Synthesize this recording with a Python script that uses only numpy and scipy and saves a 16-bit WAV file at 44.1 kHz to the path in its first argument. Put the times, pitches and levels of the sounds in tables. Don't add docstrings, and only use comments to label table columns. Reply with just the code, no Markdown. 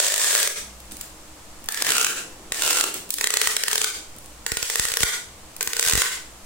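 import sys
import numpy as np
from scipy import signal
from scipy.fft import rfft, irfft
from scipy.io import wavfile
from scipy.ndimage import uniform_filter1d

SR = 44100
rng = np.random.default_rng(int(sys.argv[2]) if len(sys.argv) > 2 else 0)


def voltage_ratio(level):
    return 10 ** (np.asarray(level, float) / 20)


def generate_wav(sig):
    pcm = np.round(np.clip(np.atleast_2d(sig).T, -1, 1) * 32767).astype(np.int16)
    wavfile.write(sys.argv[1], SR, pcm)


N = 284445
TIME = np.arange(N) / SR
# (start [s], last slip [s], gain duck [dB], crackle that shakes the span [dB],
# film whistle [dB])
PULLS = [
    (0, 0.459, -11, 0, -8.5),
    (1.687, 2.06, -9, 4, -27),
    (2.531, 2.839, -7, 1.5, -28),
    (3.105, 3.838, -7, -6, -22.5),
    (4.464, 5.023, -7.5, -4.5, -20),
    (5.608, 6.013, -7.5, -5.5, -23),
]


def at_hz(points, hz):
    table_hz, values = np.transpose(points)
    return np.interp(np.log(hz + 1), np.log(table_hz), values)


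def colour(x, spectrum):
    gain = voltage_ratio(at_hz(spectrum, np.fft.rfftfreq(4096, 1 / SR)))
    cepstrum = irfft(np.log(gain / np.sqrt(np.mean(gain ** 2))))
    cepstrum[1:2048] *= 2
    cepstrum[2049:] = 0
    response = irfft(np.exp(rfft(cepstrum)))
    return signal.oaconvolve(x, response[None], axes=1)[:, :x.shape[1]]


def resonance(x, hz, width_hz):
    r = np.exp(-np.pi * width_hz / SR)
    poles = [1, -2 * r * np.cos(2 * np.pi * hz / SR), r * r]
    return signal.lfilter([(1 - r * r) / 2, 0, (r * r - 1) / 2], poles, x + 1e-18)


def gliding(x, hz, width_hz):
    turn = np.exp(2j * np.pi * np.cumsum(hz) / SR)
    r = np.exp(-np.pi * width_hz / SR)
    return 2 * np.real(turn * signal.lfilter([1 - r], [1, -r], x / turn))


def alike_pair(mid, side):
    # (frequency [Hz], left-right likeness [0-1])
    likeness = [(60, 0.96), (240, 0.95), (950, 0.42), (3770, 0.014), (15000, 0.0086)]
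    alike = np.clip(at_hz(likeness, np.fft.rfftfreq(len(mid), 1 / SR)), 0, 1)
    both = np.sqrt(1 + alike) * rfft(mid) + np.sqrt(1 - alike) * rfft(side) * [[1], [-1]]
    return irfft(both, len(mid)) / np.sqrt(2)


def impulses(times, sizes):
    train = np.zeros(N)
    train[(np.asarray(times) * SR).astype(int)] = sizes
    return train


def gated(tables):
    curve = 0
    for rows in tables:
        inside = (TIME > rows[0][0]) * (TIME < rows[-1][0])
        curve = curve + voltage_ratio(np.interp(TIME, *np.transpose(rows))) * inside
    return curve


def pull_spans():
    edges = [0] + [int((pull[0] - .1) * SR) for pull in PULLS[1:]] + [N]
    return zip(edges, edges[1:])


def per_pull(values):
    return np.concatenate([np.broadcast_to(v, N)[a:b] for v, (a, b) in zip(values, pull_spans())])


def duck_db():
    hold_s, release_s = 0.097, 0.011
    ducks = []
    for start, end, db, *rest in PULLS:
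        recovery = np.exp(-np.maximum(TIME - end - hold_s, 0) / release_s)
        ducks.append(db * (TIME > start) * recovery)
    return uniform_filter1d(np.min(ducks, axis=0), size=80)


def slips():
    # (time [s], crack level [dB])
    lone = [(0.0008, -18.5), (0.244, -23), (0.3078, -23.5), (0.3288, -19), (0.351, -17.5), (0.4, -24),
            (0.4196, -31), (0.4291, -21), (0.4743, -20.5), (1.687, -24), (1.744, -29.5), (1.7732, -28),
            (1.822, -20), (1.8474, -21), (1.8669, -22), (2.066, -18.5), (2.5207, -22.5), (2.5441, -30.5),
            (2.634, -28.5), (2.707, -19.5), (2.7297, -27), (2.774, -24), (2.8393, -20.5),
            (3.1838, -27.5), (3.2106, -21.5), (3.2415, -16), (3.2709, -17.5), (3.3043, -17.5),
                    (3.3386, -17), (3.3701, -14.5), (3.4148, -14.5), (3.4721, -14), (3.566, -17.5),
                    (3.6361, -19.5), (3.6815, -17.5), (3.7132, -23), (3.73, -21.5), (3.7558, -17.5),
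                    (3.7791, -19), (3.8154, -19), (3.843, -16.5),
            (4.4639, -21.5), (4.518, -23), (4.5702, -22), (4.6271, -23), (4.6992, -23),
                     (4.7561, -22), (4.796, -18.5), (4.8521, -24), (4.8846, -26.5), (4.9, -32),
                     (4.9178, -24.5), (4.938, -24.5), (4.9703, -17.5), (5.0047, -24.5), (5.032, -14.5),
                     (5.6083, -22), (5.674, -23), (5.7325, -23.5), (5.7666, -26), (5.7948, -17.5),
                     (5.9532, -10.5), (5.9753, -13.5), (6.0184, -16)]
    # (time [s], crack level [dB])
    ticks = [(0.6711, -55), (0.8023, -47), (0.9192, -39), (0.968, -44), (1.0109, -32.5), (1.641, -46),
             (1.659, -45), (1.722, -32.5), (2.9415, -32), (3.0914, -46), (3.1047, -23.5), (3.1399, -26.5),
             (4.163, -52), (4.185, -47.5), (4.2423, -54), (4.259, -47.5), (5.5644, -38.5), (5.628, -25),
             (5.81, -27)]
    # (first [s], last [s], gap [s], first level [dB], last level [dB])
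    chatter = [
        (0.026, 0.22, 0.019, -25.5, -23.5),
        (0.359, 0.393, 0.01, -19, -22.5),
        (1.889, 2.044, 0.0154, -26, -18),
        (2.622, 2.82, 0.0135, -26, -24),
        (5.8259, 5.938, 0.012, -22, -12.5),
    ]
    slip_ring_db, tick_ring_db, ring_spread_db = 0.5, -28, 2
    jitter_s, spread_db = 0.00087, 2.5
    rows = [(s, db, slip_ring_db) for s, db in lone]
    rows += [(s, db, tick_ring_db) for s, db in ticks]
    for first, last, gap, first_db, last_db in chatter:
        luck = rng.standard_normal(size=(40, 3))
        for s, (late, loud, ring) in zip(np.arange(first, last, gap), luck):
            db = np.interp(s, [first, last], [first_db, last_db])
            rows.append((s + jitter_s * late, db + spread_db * loud, slip_ring_db - ring_spread_db * abs(ring)))
    return np.transpose(rows)


def bursts(s, level_db, run_ms, fast_ms, slow_ms, slow_db):
    kicks = impulses(np.maximum(s - run_ms / 4000, 0), voltage_ratio(level_db))

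    def fall(ms):
        return signal.lfilter([1], [1, -np.exp(-1000 / (ms * SR))], kicks + 1e-18)

    run = np.hanning(int(run_ms * SR / 1000) + 3)
    return signal.oaconvolve(fall(fast_ms) + voltage_ratio(slow_db) * fall(slow_ms), run / run.sum())[:N]


def slip_grit():
    grit = rng.standard_normal((3, N)) * voltage_ratio(4.4 * rng.standard_normal(N))
    return 0.65 * grit[0] + 1.05 * grit[1:]


def crackle(per_s, spread_db):
    # (time [s], level [dB])
    effort = [
        [(0.0, -19), (0.134, -28.5), (0.22, -21.5), (0.321, -18), (0.48, -31)],
        [(0.91, -39), (0.97, -56), (1.01, -43), (1.1, -59)],
        [(1.69, -45), (1.856, -23.5), (2.024, -22.5), (2.07, -59)],
        [(2.53, -33), (2.58, -29), (2.7, -18.5), (2.85, -27)],
        [(3.11, -43), (3.2, -36), (3.4, -30), (3.508, -28), (3.58, -45), (3.7, -31.5), (3.85, -24.5)],
        [(4.47, -55), (4.6, -35.5), (4.824, -25.5), (4.97, -42), (5.04, -12.5)],
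        [(5.61, -32), (5.72, -51), (5.8, -26.5), (5.938, -19.5), (5.996, -17.5), (6.03, -43)],
    ]
    sizes = voltage_ratio(spread_db * np.minimum(rng.exponential(1, N), 4)) * rng.standard_normal((2, N))
    snaps = sizes * (rng.random(N) < per_s / SR)
    return gated(effort) * snaps / np.std(snaps)


def cracks(s, crack_db, ring_db, grit):
    full = grit * bursts(s, crack_db + 7.0, run_ms=2.38, fast_ms=0.76, slow_ms=4.7, slow_db=-10)
    thin_db = crack_db - 0.89 * ring_db - 9.0
    thin = grit * bursts(s, thin_db, run_ms=0.82, fast_ms=0.44, slow_ms=3.6, slow_db=-11.5)
    return full + signal.sosfilt(signal.butter(2, 9500, "high", fs=SR, output="sos"), thin)


def film_whistle(fine):
    progress = per_pull(np.clip((TIME - start) / (end - start), 0, 1) for start, end, *rest in PULLS)
    film_hz = 6900 + 1910 * progress
    return gliding(fine * voltage_ratio(per_pull(pull[4] for pull in PULLS)), film_hz, width_hz=2100)


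def span_ring(kick):
    # (before [Hz], after [Hz], time of slide [s], ring before [dB], ring after [dB])
    tension = [
        (1760, 1650, 0.29, 1.5, 1.5),
        (1746, 1370, 1.9, 7.5, 1),
        (1790, 1360, 2.61, 2.5, -1.5),
        (1910, 1570, 3.7, 0.5, -2),
        (1860, 1970, 5.015, 1.5, 5.5),
        (1900, 2020, 6.0, -0.5, 7),
    ]

    def slide(before, after, s):
        return before + (after - before) * (1 + np.tanh((TIME - s) / 0.013)) / 2

    hz = per_pull(slide(a_hz, b_hz, s) for a_hz, b_hz, s, a_db, b_db in tension)
    db = per_pull(slide(a_db, b_db, s) for a_hz, b_hz, s, a_db, b_db in tension)
    overtone_db = db - 2.5 - 0.0389 * (hz - 1400)
    ring = gliding(kick * voltage_ratio(db), hz, width_hz=179)
    return ring + gliding(kick * voltage_ratio(overtone_db), 2 * hz, width_hz=240)


def panel_ring(kick, jerk):
    # (flap [Hz], flap width [Hz], flap level [dB], carton [Hz], carton width [Hz],
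    # carton level [dB])
    poses = [
        (415, 50, 12, 595, 120, 3.5),
        (1572, 95, 7, 442, 37, 8),
        (1150, 89, 1.5, 384, 163, 6.5),
        (1516, 85, 5, 434, 22.3, 12),
        (1450, 49, 7, 446, 54, 10),
        (1515, 65, 9, 445, 30, 12.5),
    ]
    last_slips = sum(np.abs(TIME - end) < .012 for start, end, *rest in PULLS)
    freed = kick + voltage_ratio(14) * jerk * last_slips
    ring = np.zeros(N)
    for pose, (a, b) in zip(poses, pull_spans()):
        flap_hz, flap_wide, flap_db, carton_hz, carton_wide, carton_db = pose
        ring[a:b] -= voltage_ratio(flap_db - 3.0) * resonance(freed[a:b], flap_hz, flap_wide)
        ring[a:b] += voltage_ratio(carton_db - 1.0) * resonance(kick[a:b], carton_hz, carton_wide)
    return ring


def tape():
    # (frequency [Hz], density [dB per Hz])
    crack_colour = [(150, -17.5), (300, -16), (700, -8), (1100, -3), (2000, -3), (2500, -1), (3500, -1),
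                    (5000, -1.5), (8700, -2), (11000, -6.5), (14000, -9.5), (16500, -4.5)]
    s, crack_db, ring_db = slips()
    grit = slip_grit()
    fine = voltage_ratio(-2.0) * crackle(per_s=9000, spread_db=2.0)
    bright = cracks(s, crack_db, ring_db, grit) + fine + film_whistle(fine)
    jerk = -impulses(s + 0.00031, voltage_ratio(crack_db + ring_db + 20.5))
    rattle = grit * bursts(s, crack_db + ring_db + 0.5, run_ms=2.54, fast_ms=1.65, slow_ms=6.4, slow_db=-9.0)
    dull = jerk + rattle + voltage_ratio(per_pull(pull[3] for pull in PULLS)) * fine
    kick = voltage_ratio(-2.0) * dull.sum(axis=0) + voltage_ratio(3.0) * jerk
    low = signal.butter(2, 3500, fs=SR, output="sos")
    near = bright + signal.sosfilt(low, voltage_ratio(-1.0) * dull - bright)
    return colour(near + span_ring(kick) + panel_ring(kick, jerk), crack_colour)


def room(x, gap_ms):
    # (frequency [Hz], decay by 60 dB [s])
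    walls = [(300, 0.35), (1000, 0.33), (2000, 0.38), (4000, 0.4), (8000, 0.39), (16000, 0.31)]
    t = np.arange(30000) / SR
    out = np.zeros((2, N + 30000))
    for a, b in pull_spans():
        hz, frames, tail = signal.stft(rng.standard_normal((2, len(t))), SR, nperseg=256)
        fade = voltage_ratio(-60 * frames / at_hz(walls, hz)[:, None])
        tail = signal.istft(tail * fade, SR, nperseg=256)[1][:, :len(t)]
        tail = alike_pair(*tail) * (1 - np.exp(-(1000 * t / gap_ms) ** 2))
        out[:, a:b + len(t) - 1] += signal.fftconvolve(x[None, a:b], tail, axes=1)
    return out[:, :N]


def background():
    # (frequency [Hz], density [dB per Hz])
    air_colour = [(15, 6), (25, -44), (64, -7), (277, -15), (309, -10), (405, -17), (503, -12), (545, -13),
                  (695, -13), (1290, -15), (1400, -18), (7920, -23.5), (16000, -30.5)]
    # (frequency [Hz], rms level [dB])
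    hum_lines = [
        (59.2, -56),
        (199.2, -63.5),
        (312.2, -64),
    ]
    hiss = alike_pair(*rng.standard_normal((2, N + N % 2)))[:, :N]
    sound = colour(hiss, air_colour) * voltage_ratio(-44.0)
    for hz, db in hum_lines:
        line = resonance(rng.standard_normal(N), hz, width_hz=4.0)
        line = resonance(line, hz, width_hz=4.0)
        sound = sound + voltage_ratio(db + 1.0) * line / np.std(line)
    return sound


def knocks():
    # (time [s], peak level [dB])
    thuds = [
        (0.922, -31),
        (1.619, -35),
        (1.685, -36),
        (2.513, -44),
        (3.088, -33),
        (4.159, -37),
        (5.677, -38),
    ]
    s, db = np.transpose(thuds)
    push = signal.lfilter(np.hanning(120), [1], impulses(s, voltage_ratio(db + 4.5)))
    return resonance(push, 182, width_hz=42) - resonance(push, 212, width_hz=150)


def drag():
    # (start [s], loudest [s], end [s], level [dB])
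    turns = [
        (1.746, 1.835, 3.1, -47),
        (2.552, 2.803, 5.9, -57.5),
        (5.605, 5.624, 5.76, -52),
    ]
    rub = resonance(rng.standard_normal(N), 306, width_hz=210)
    strokes = [[(a, db - 28), (top, db), (b, db - 29)] for a, top, b, db in turns]
    return voltage_ratio(6.0) * gated(strokes) * rub / np.std(rub)


def capsule_jolts():
    # (time [s], left jump [full scale], right jump [full scale])
    shoves = [(2.519, -0.01, -0.018), (3.474, 0.036, -0.0051), (4.5224, 0.004, 0.13),
              (4.5727, 0.028, -0.073), (4.63, 0.00084, -0.047), (4.798, 0.12, 0.019),
              (4.8524, -0.025, -0.015), (4.9167, -0.025, -0.009), (5.009, -0.082, 0.017),
              (5.036, 0.05, 0.18), (5.6786, 0.045, -0.014), (5.8705, 0.054, -0.0012),
              (5.936, -0.044, -0.25), (5.954, -0.23, -0.016), (5.9785, 0.067, 0.14)]
    s, left, right = np.transpose(shoves)
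    jumps = np.array([impulses(s - .0015, 1.18 * side) for side in (left, right)])
    steps = signal.lfilter(np.hanning(50) / 24.5, [1, -1], jumps)
    return signal.sosfilt(signal.butter(3, 42, "high", fs=SR, output="sos"), steps)


def limiter_db(x, top_db, share, recover_db_s, attack_ms):
    over = np.maximum(20 * np.log10(np.abs(x).max(axis=0) + 1e-9) - top_db, 0)
    ramp = recover_db_s * TIME
    held = np.maximum.accumulate(share * over + ramp) - ramp
    r = np.exp(-1000 / (attack_ms * SR))
    return -signal.lfilter([1 - r], [1, -r], held)


def scene():
    left, right = (tape() + knocks() + drag()) * voltage_ratio(-duck_db())
    near = np.array([left, np.roll(right, 3)])
    tail = voltage_ratio(-29.5) * room(near.mean(axis=0), gap_ms=12.9)
    return near * voltage_ratio([[-.4], [.4]]) + tail + background()


def top_cut(x):
    return signal.sosfilt(signal.butter(12, 17020, fs=SR, output="sos"), x)


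def record(dry):
    x = dry + voltage_ratio(-1.5) * resonance(dry, 7760, width_hz=2920)
    x = x * voltage_ratio(duck_db())
    x = x * voltage_ratio(limiter_db(x, top_db=-6.5, share=0.64, recover_db_s=148, attack_ms=3.6))
    x = x + capsule_jolts() + .0015
    x = .95 * np.tanh(x / .95)
    x = signal.sosfilt(signal.cheby2(22, 48, 16080, fs=SR, output="sos"), x)
    return top_cut(x)


dry = scene()
out = record(dry)
generate_wav(out)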